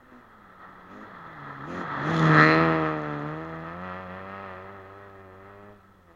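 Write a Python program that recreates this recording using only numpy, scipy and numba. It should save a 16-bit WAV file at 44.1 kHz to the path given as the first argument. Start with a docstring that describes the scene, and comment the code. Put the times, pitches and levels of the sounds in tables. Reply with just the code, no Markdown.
"""Snowy forest road, a camera's microphone on the verge; its housing colours everything.
A four-cylinder rally car comes in from 46 m: tyre roar and blips of growl from air gulped by the intake.
At 2.3 s it passes 3.5 m from the microphone, wheels drumming in the ruts and flinging snow and grit.
Then the tailpipe faces back and its pressure pulses bark at full throttle, with a thin echo from the
trees, until the car reaches a bend 77 m down the road."""
import sys
import numpy as np
from scipy import signal
from scipy.fft import rfft, irfft
from scipy.io import wavfile
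from numba import njit

SR = 44100
rng = np.random.default_rng(int(sys.argv[2]) if len(sys.argv) > 2 else 0)


def persist_wave(psi):
    """Save psi, clipped to +-1, as 16-bit WAV."""
    counts = np.round(np.clip(psi, -1, 1) * 32767).astype(np.int16)
    wavfile.write(sys.argv[1], SR, np.atleast_2d(counts).T)


N = 271215
TIME = np.arange(N) / SR
FREQ = np.maximum(np.fft.rfftfreq(2 * N, 1 / SR), 1)

# spectra of the microphone's own noise and of each source: f/Hz, level/dB
FLOOR_SPECTRUM = [(20,0.5),(60,-2.5),(150,-8.5),(500,-10),(1500,-25),(4000,-35.5),(11000,-40),(15500,-35.5)]
SPRAY_SPECTRUM = [(1000,-21.5),(3000,3),(4500,-3),(6400,-4),(8500,-19.5),(9800,-20),(11000,-17.5),(13000,-45.5),(14500,-33.5),(16000,-47)]
TYRE_SPECTRUM = [(30,-38),(100,-4),(250,-3),(450,-3.5),(620,-3.5),(850,-0.5),(1100,2.5),(1550,-0.5),(1950,-7.5),(2300,-17),(3000,-24),(4500,-32.5),(7000,-50),(12000,-78)]
INTAKE_SPECTRUM = [(50,-32),(90,-19),(140,-8),(190,4.5),(260,13),(350,1.5),(520,-3),(640,-21),(1300,-14.5),(3000,-45),(8000,-66)]
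PIPE_SPECTRUM = [(40,-41.5),(90,-3),(160,7),(320,10.5),(480,8),(640,6.5),(880,-3.5),(1100,-3),(1330,-8),(1650,-10),(2100,-11.5),(2600,-11.5),(3600,-36),(4900,-35),(6500,-53),(11000,-60.5)]
# resonances and notches of the housing around the microphone: f/Hz, half width/Hz, gain/dB
HOUSING_BANDS = [(1292.4,70,8.5),(1435,16,-8),(1874,149,7.5),(2325,75,-4),(2390,22,6),(3365,182,11),(4067,264,8.5),(4680,110,-9),(4720,89,9.5),(6820,410,4),(7934,260,-18)]
# spurts of snow from the front, then the rear wheels: t/s, half length/s, level/dB
SNOW_SPURTS = [(2.175, 0.1, -48), (2.417, 0.086, -49.5)]
# the band that soft snow cancels, sinking as the path flattens: t/s, f/Hz, depth/0-1
SNOW_DIP = [(2.4, 865, 0.8), (2.75, 836, 0), (3.4, 420.8, .05), (3.85, 344.6, 0.73), (4.42, 337.3, 1),
            (4.85, 212, 0.91), (5.35, 199, 0.34)]
# firing rate as heard from the verge: t/s, f/Hz
FIRING_RATE = [(0.0, 242.9), (0.08, 250.8), (0.22, 241.3), (0.31, 216.5), (0.38, 212.8), (0.49, 185),
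               (0.74, 187.9), (0.75, 182.9), (0.86, 182), (0.99, 213), (1.03, 214.2), (1.2, 168.6),
               (1.34, 158.2), (1.4, 142.6), (1.63, 136.1), (1.69, 172.3), (1.76, 179.5), (1.8, 178.6),
               (1.88, 148.5), (2.0, 136.2), (2.11, 164.4), (2.38, 152.7), (2.64, 163.8), (3.2, 145.3),
               (3.42, 161.4), (3.67, 163.6), (3.85, 186.2), (3.92, 180.2), (4.01, 187.9), (4.08, 179.4),
               (4.16, 188.1), (4.42, 197.4), (4.54, 183), (4.74, 199), (4.83, 190.5), (5.0, 200),
               (5.33, 187.1), (5.5, 200), (5.74, 206.2), (5.81, 190.7), (5.91, 197.1), (6.15, 162)]
# presses of the throttle: down/s, up/s, opening/0-1
THROTTLE_PRESSES = [(.04, 0.19, 0.67), (.83, 1.032, 0.83), (1.61, 1.815, 1), (1.98, 5.72, 1),
                    (6.04, 6.1, 0.95)]
# each cylinder's gulp of air, in firing order: level/dB
CYLINDER_GULPS = [-0.5, -0.5, 1, -8]
# every second firing is weak and late, more so at high revs:
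# firing rate/Hz, weakening/dB, lag/firing periods, once-a-revolution throb/dB
UNEVEN_FIRING = [(150, 3, 0.022, -43), (159.5, 1.5, 0.029, -38), (183, 3, 0.049, -28.5),
                 (220, 6.5, 0.056, -29.5)]
# the tailpipe's beam swings on and off the microphone as the car slides away: t/s, gain/dB
PIPE_AIM = [(2.55, 1.5), (2.8, -0.7), (3.02, -6), (3.65, -9), (3.9, -4), (4.47, -2.95), (4.72, -8.5),
            (5.2, -13), (5.7, -11)]
# the pipe's bright spot slides up as its mouth turns: t/s, f/Hz
BRIGHT_SPOT = [(2.35, 1680), (2.42, 1816), (2.47, 2120), (2.56, 2360)]
# the exhaust's registers, low to high: level/dB, change from in front/dB, change off throttle/dB,
# multiple of the beam's swing, place on the road where it comes into view/m
BOOM_REGISTER = (-19, -0.95, -7, 0.19, -4)
BARK_REGISTER = (-16.5, -12, -17.5, 0.73, 1.67)
RASP_REGISTER = (-20.5, -29, -16, 0.97, -0.72)
SIZZLE_REGISTER = (-31, -17, -14.5, 1.44, 1)

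PASS_S, SPEED_M_S, NEAREST_M = 2.282, 20.2, 3.52  # the car at its closest to the microphone
NOSE_M, TURN_M = -2.92, 0.99  # where the nose turns away; how gradually the sides come into view


def undb(db):
    """Decibels to gain."""
    return 10 ** (np.asarray(db) / 20)


def unit(x):
    """Scale to rms 1."""
    return x / np.sqrt(np.mean(x ** 2))


def curve(rows):
    """The columns of a table, joined by straight lines in time."""
    times, *columns = np.transpose(rows)
    return np.squeeze([np.interp(TIME, times, column) for column in columns])


def shape(x, db):
    """Causal filter with the given gain at each frequency."""
    cepstrum = irfft(db * np.log(10) / 20)
    cepstrum[1:N] *= 2
    cepstrum[N + 1:] = 0
    return irfft(rfft(x, 2 * N) * np.exp(rfft(cepstrum)))[:N]


def colour(x, spectrum):
    """Filter x by a spectrum table, to rms 1."""
    hz, db = np.transpose(spectrum)
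    return unit(shape(x, np.interp(np.log(FREQ), np.log(hz), db)))


def split(x, hz, order):
    """The parts of x below and above a frequency."""
    low = irfft(rfft(x, 2 * N) / (1 + (FREQ / hz) ** order))[:N]
    return low, x - low


@njit
def band(x, hz, width):
    """Band-pass with a moving centre; width is relative to the centre."""
    y = np.empty(len(x))
    band_state, low_state = 0., 0.
    for i in range(len(x)):
        g = np.tan(np.pi * hz[i] / SR)
        passed = (band_state + g * (x[i] - low_state)) / (1 + g * (g + width))
        band_state = 2 * passed - band_state
        low_state += 2 * g * passed
        y[i] = width * passed
    return y


def noise():
    """White noise."""
    return rng.standard_normal(N)


def wander(rate_hz):
    """Random drift below a rate, at rms 1."""
    return unit(split(noise(), rate_hz, order=4)[0])


def swell(at_s, span_s):
    """A bell-shaped rise to 1 and back."""
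    return np.exp(-((TIME - at_s) / span_s) ** 2)


def along():
    """The car's place on the road in metres, negative while it approaches."""
    return SPEED_M_S * (TIME - PASS_S)


def distance():
    """Metres from the car to the microphone."""
    return np.hypot(along(), NEAREST_M)


def spread_db():
    """Level change with distance, 0 at the closest point."""
    return 20 * np.log10(NEAREST_M / distance())


def past(place_m, width_m=TURN_M):
    """Rises from 0 to 1 as the car passes a place on the road."""
    return .5 + .5 * np.tanh((along() - place_m) / (2 * width_m))


def forest_echo(x, echo_db=-25, growth=.87, t60_s=0.95, build_s=.012):
    """Trunks and branches scatter the short waves into a blur, whose share grows with distance."""
    tail = noise() * undb(-60 * TIME / t60_s) * (1 - np.exp(-TIME / build_s))
    tail /= np.sqrt(np.sum(tail ** 2))
    tail = split(tail, hz=5000, order=4)[0]
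    tail = split(tail, hz=900, order=1)[1]  # the deep note slips between the trees
    return signal.fftconvolve(x * undb(echo_db - growth * spread_db()), tail)[:N]


def ice_grains(peak_db=-66):
    """A shower of ice crystals tinkles just behind the rear wheels."""
    hz = np.full(N, 10900.)
    grains = noise() * undb(5 * wander(400))
    return unit(band(band(grains, hz, .2), hz, .2)) * undb(peak_db) * swell(2.51, .06)


def snow_spray(level_db=-52, front_db=-8, falloff=1.174, grit_db=4):
    """Flung snow hisses, fading faster than 1 / distance, and spurts as the wheels pass."""
    hiss = colour(noise() * undb(grit_db * wander(250)), SPRAY_SPECTRUM)
    steady = undb(level_db + front_db * (1 - past(NOSE_M)) + falloff * spread_db())
    spurts = sum(undb(db) * swell(at_s, span_s) for at_s, span_s, db in SNOW_SPURTS)
    return hiss * (steady + spurts)


def wheel_rumble(peak_db=-32):
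    """Ruts drum through the wheels and body shell, heard only close to the microphone."""
    hz = np.full(N, 250.)
    return unit(band(band(noise(), hz, 0.82), hz, 0.82)) * undb(peak_db) * swell(2.323, 0.28)


def tyre_roar(level_db=-27, behind_db=2.1, snow_db_per_m=-0.0931, bend_db=-8.5, grit_db=-1, rut_db=1.7):
    """Studs and grit crunch in a dense roar that shakes with the ruts."""
    hidden = 1 - past(-46.7, width_m=7) + past(77, width_m=7)  # behind trees at a bend either way
    path_db = spread_db() + snow_db_per_m * distance() + bend_db * hidden
    roar = colour(noise() * undb(grit_db * wander(450)), TYRE_SPECTRUM)
    return roar * undb(level_db + path_db + behind_db * past(NOSE_M) + rut_db * wander(8.6))


def lifted(open_s=0.086, shut_s=.065):
    """1 with the throttle shut, 0 with it wide open."""
    return 1 - sum(opening * np.clip(np.minimum((TIME - down) / open_s, 1 - (TIME - up) / shut_s), 0, 1)
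                   for down, up, opening in THROTTLE_PRESSES)


def firings(cycles, strength_db, lag, scatter_db, jitter_s):
    """One click per firing cycle, each a little off in strength and time."""
    chance = rng.standard_normal((2048, 2))
    firing = np.arange(1, int(cycles[-1]))
    middle = np.searchsorted(cycles, firing + .5)
    onset = np.interp(firing + lag[middle], cycles, np.arange(N)) + jitter_s * SR * chance[firing, 0]
    size = undb(strength_db[middle] + scatter_db * chance[firing, 1])
    taps = np.floor(onset).astype(int)[:, None] + np.arange(-7, 9)
    offset = taps - onset[:, None]
    click = np.sinc(offset) * np.cos(np.pi * offset / 16) ** 2  # can land between samples
    return unit(np.bincount(np.clip(taps, 0, N - 1).ravel(), (size[:, None] * click).ravel(), N))


def intake(cycles, level_db=-21.5, shut_db=-28.5, behind_db=-32, hiss_db=-30):
    """Uneven gulps of air growl in the airbox and hiss past the throttle."""
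    gulp_db = np.array(CYLINDER_GULPS)[cycles.astype(int) % len(CYLINDER_GULPS)]
    gulps = firings(cycles, gulp_db, lag=np.zeros(N), scatter_db=.7, jitter_s=.00004)
    hiss = unit(split(colour(noise(), SPRAY_SPECTRUM), 4200, order=6)[1])
    gain = undb(level_db + spread_db() + shut_db * lifted() + behind_db * past(NOSE_M))
    return (colour(gulps, INTAKE_SPECTRUM) + undb(hiss_db) * hiss) * gain


def over_snow(x):
    """The reflection from the snow hollows out one band at the microphone."""
    hz, depth = curve(SNOW_DIP)
    return x - depth * band(x, hz, .75)


def pipe_ring(x, bright_db=5, edge_db=19, edge_hz=4150.):
    """The pipe's narrow resonances carry only while its mouth is close to the microphone."""
    bright = undb(bright_db) * swell(2.44, .12) * band(x, curve(BRIGHT_SPOT), .22)
    edge = undb(edge_db) * swell(2.44, .13) * band(x, np.full(N, edge_hz), .035)
    return x + bright + edge


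def carried(level_db, front_db, shut_db, swing, view_m):
    """Gain of one exhaust register, from distance, the body's shadow, throttle and the pipe's aim."""
    shadow_db = front_db * (1 - past(view_m))
    return undb(level_db + spread_db() + shadow_db + shut_db * lifted() + swing * curve(PIPE_AIM))


def silencer_boom(boom, firing_hz, resonance_hz=128, skirt_hz=44.6, flutter_db=1.5):
    """The boom weakens as the revs climb above the silencer's resonance, far more so from in front."""
    db_per_hz = -0.0512 - 0.2326 * (1 - past(BOOM_REGISTER[-1]))
    detuned_db = db_per_hz * np.minimum(firing_hz - resonance_hz, skirt_hz)
    snow_db = -6 * past(39.5, width_m=4)  # far down the road the snow soaks it up
    return unit(boom) * carried(*BOOM_REGISTER) * undb(detuned_db + snow_db + flutter_db * wander(7))


def exhaust_treble(high, cycles, flare_db=4, flutter_db=1.5):
    """The pulses' sharp edges rasp and sizzle, each with a puff of turbulent gas."""
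    rasp, sizzle = split(high, 1884, order=12)
    puffs = colour(np.exp(-(cycles % 1)) * noise(), PIPE_SPECTRUM)
    gas = split(puffs, 1200, order=6)[1]
    gas_rasp, gas_sizzle = split(gas, 2460, order=12)
    gas_db = -21 - .4 * spread_db()  # against the clean pulses, growing with distance
    rasp = unit(rasp) + undb(gas_db) * unit(gas_rasp)
    rasp *= undb(flare_db * swell(2.39, 0.049))  # the mouth points straight at the microphone
    sizzle = unit(sizzle) + undb(gas_db + 8) * unit(gas_sizzle)
    treble = rasp * carried(*RASP_REGISTER) + sizzle * carried(*SIZZLE_REGISTER)
    return treble * undb(flutter_db * wander(8.2))


def exhaust(cycles, firing_hz):
    """Sharp pressure pulses leave the pipe; the shorter the waves, the more tightly it beams them."""
    rates, *columns = np.transpose(UNEVEN_FIRING)
    weak_db, lag, throb_db = (np.interp(firing_hz, rates, column) for column in columns)
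    second = np.floor(cycles) % 2
    pair_db = 10 * np.log10((1 + undb(-2 * weak_db)) / 2)  # taken off so each pair keeps its power
    pulses = firings(cycles, -weak_db * second - pair_db, lag * second, scatter_db=.5, jitter_s=.000015)
    low, high = split(-colour(pulses, PIPE_SPECTRUM), 885, order=8)
    boom, bark = split(low, 264, order=12)
    treble = exhaust_treble(high, cycles)
    throb = unit(-np.cos(np.pi * cycles))
    throb *= carried(throb_db, front_db=-11.5, shut_db=-6.5, swing=0, view_m=3.2)
    return throb + silencer_boom(boom, firing_hz) + unit(bark) * carried(*BARK_REGISTER) + treble


def scene():
    """The pass from the verge; the revs waver a little as the tyres grip and slip."""
    slip = .002 + .0015 * past(22, width_m=4)
    firing_hz = curve(FIRING_RATE) * (1 + slip * wander(25))
    cycles = np.cumsum(firing_hz) / SR
    engine = over_snow(pipe_ring(exhaust(cycles, firing_hz))) + intake(cycles)
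    return (engine + forest_echo(engine) + tyre_roar() + snow_spray() + wheel_rumble() + ice_grains())[None]


def record(dry, ceiling=0.74, treble_db=-3, floor_db=-61.5, top_hz=15800):
    """The microphone rounds the peaks and adds faint rumble and hiss; its housing rings and notches."""
    rounded = ceiling * np.tanh(dry[0] / ceiling)
    housing_db = sum(db * np.exp(-((FREQ - hz) / width) ** 2 / 2) for hz, width, db in HOUSING_BANDS)
    shelf_db = treble_db * FREQ ** 2 / (FREQ ** 2 + 900 ** 2)
    heard = shape(rounded, housing_db + shelf_db) + undb(floor_db) * colour(noise(), FLOOR_SPECTRUM)
    return signal.sosfilt(signal.ellip(10, .2, 80, top_hz, fs=SR, output="sos"), heard)[None]


dry = scene()
out = record(dry)
persist_wave(out)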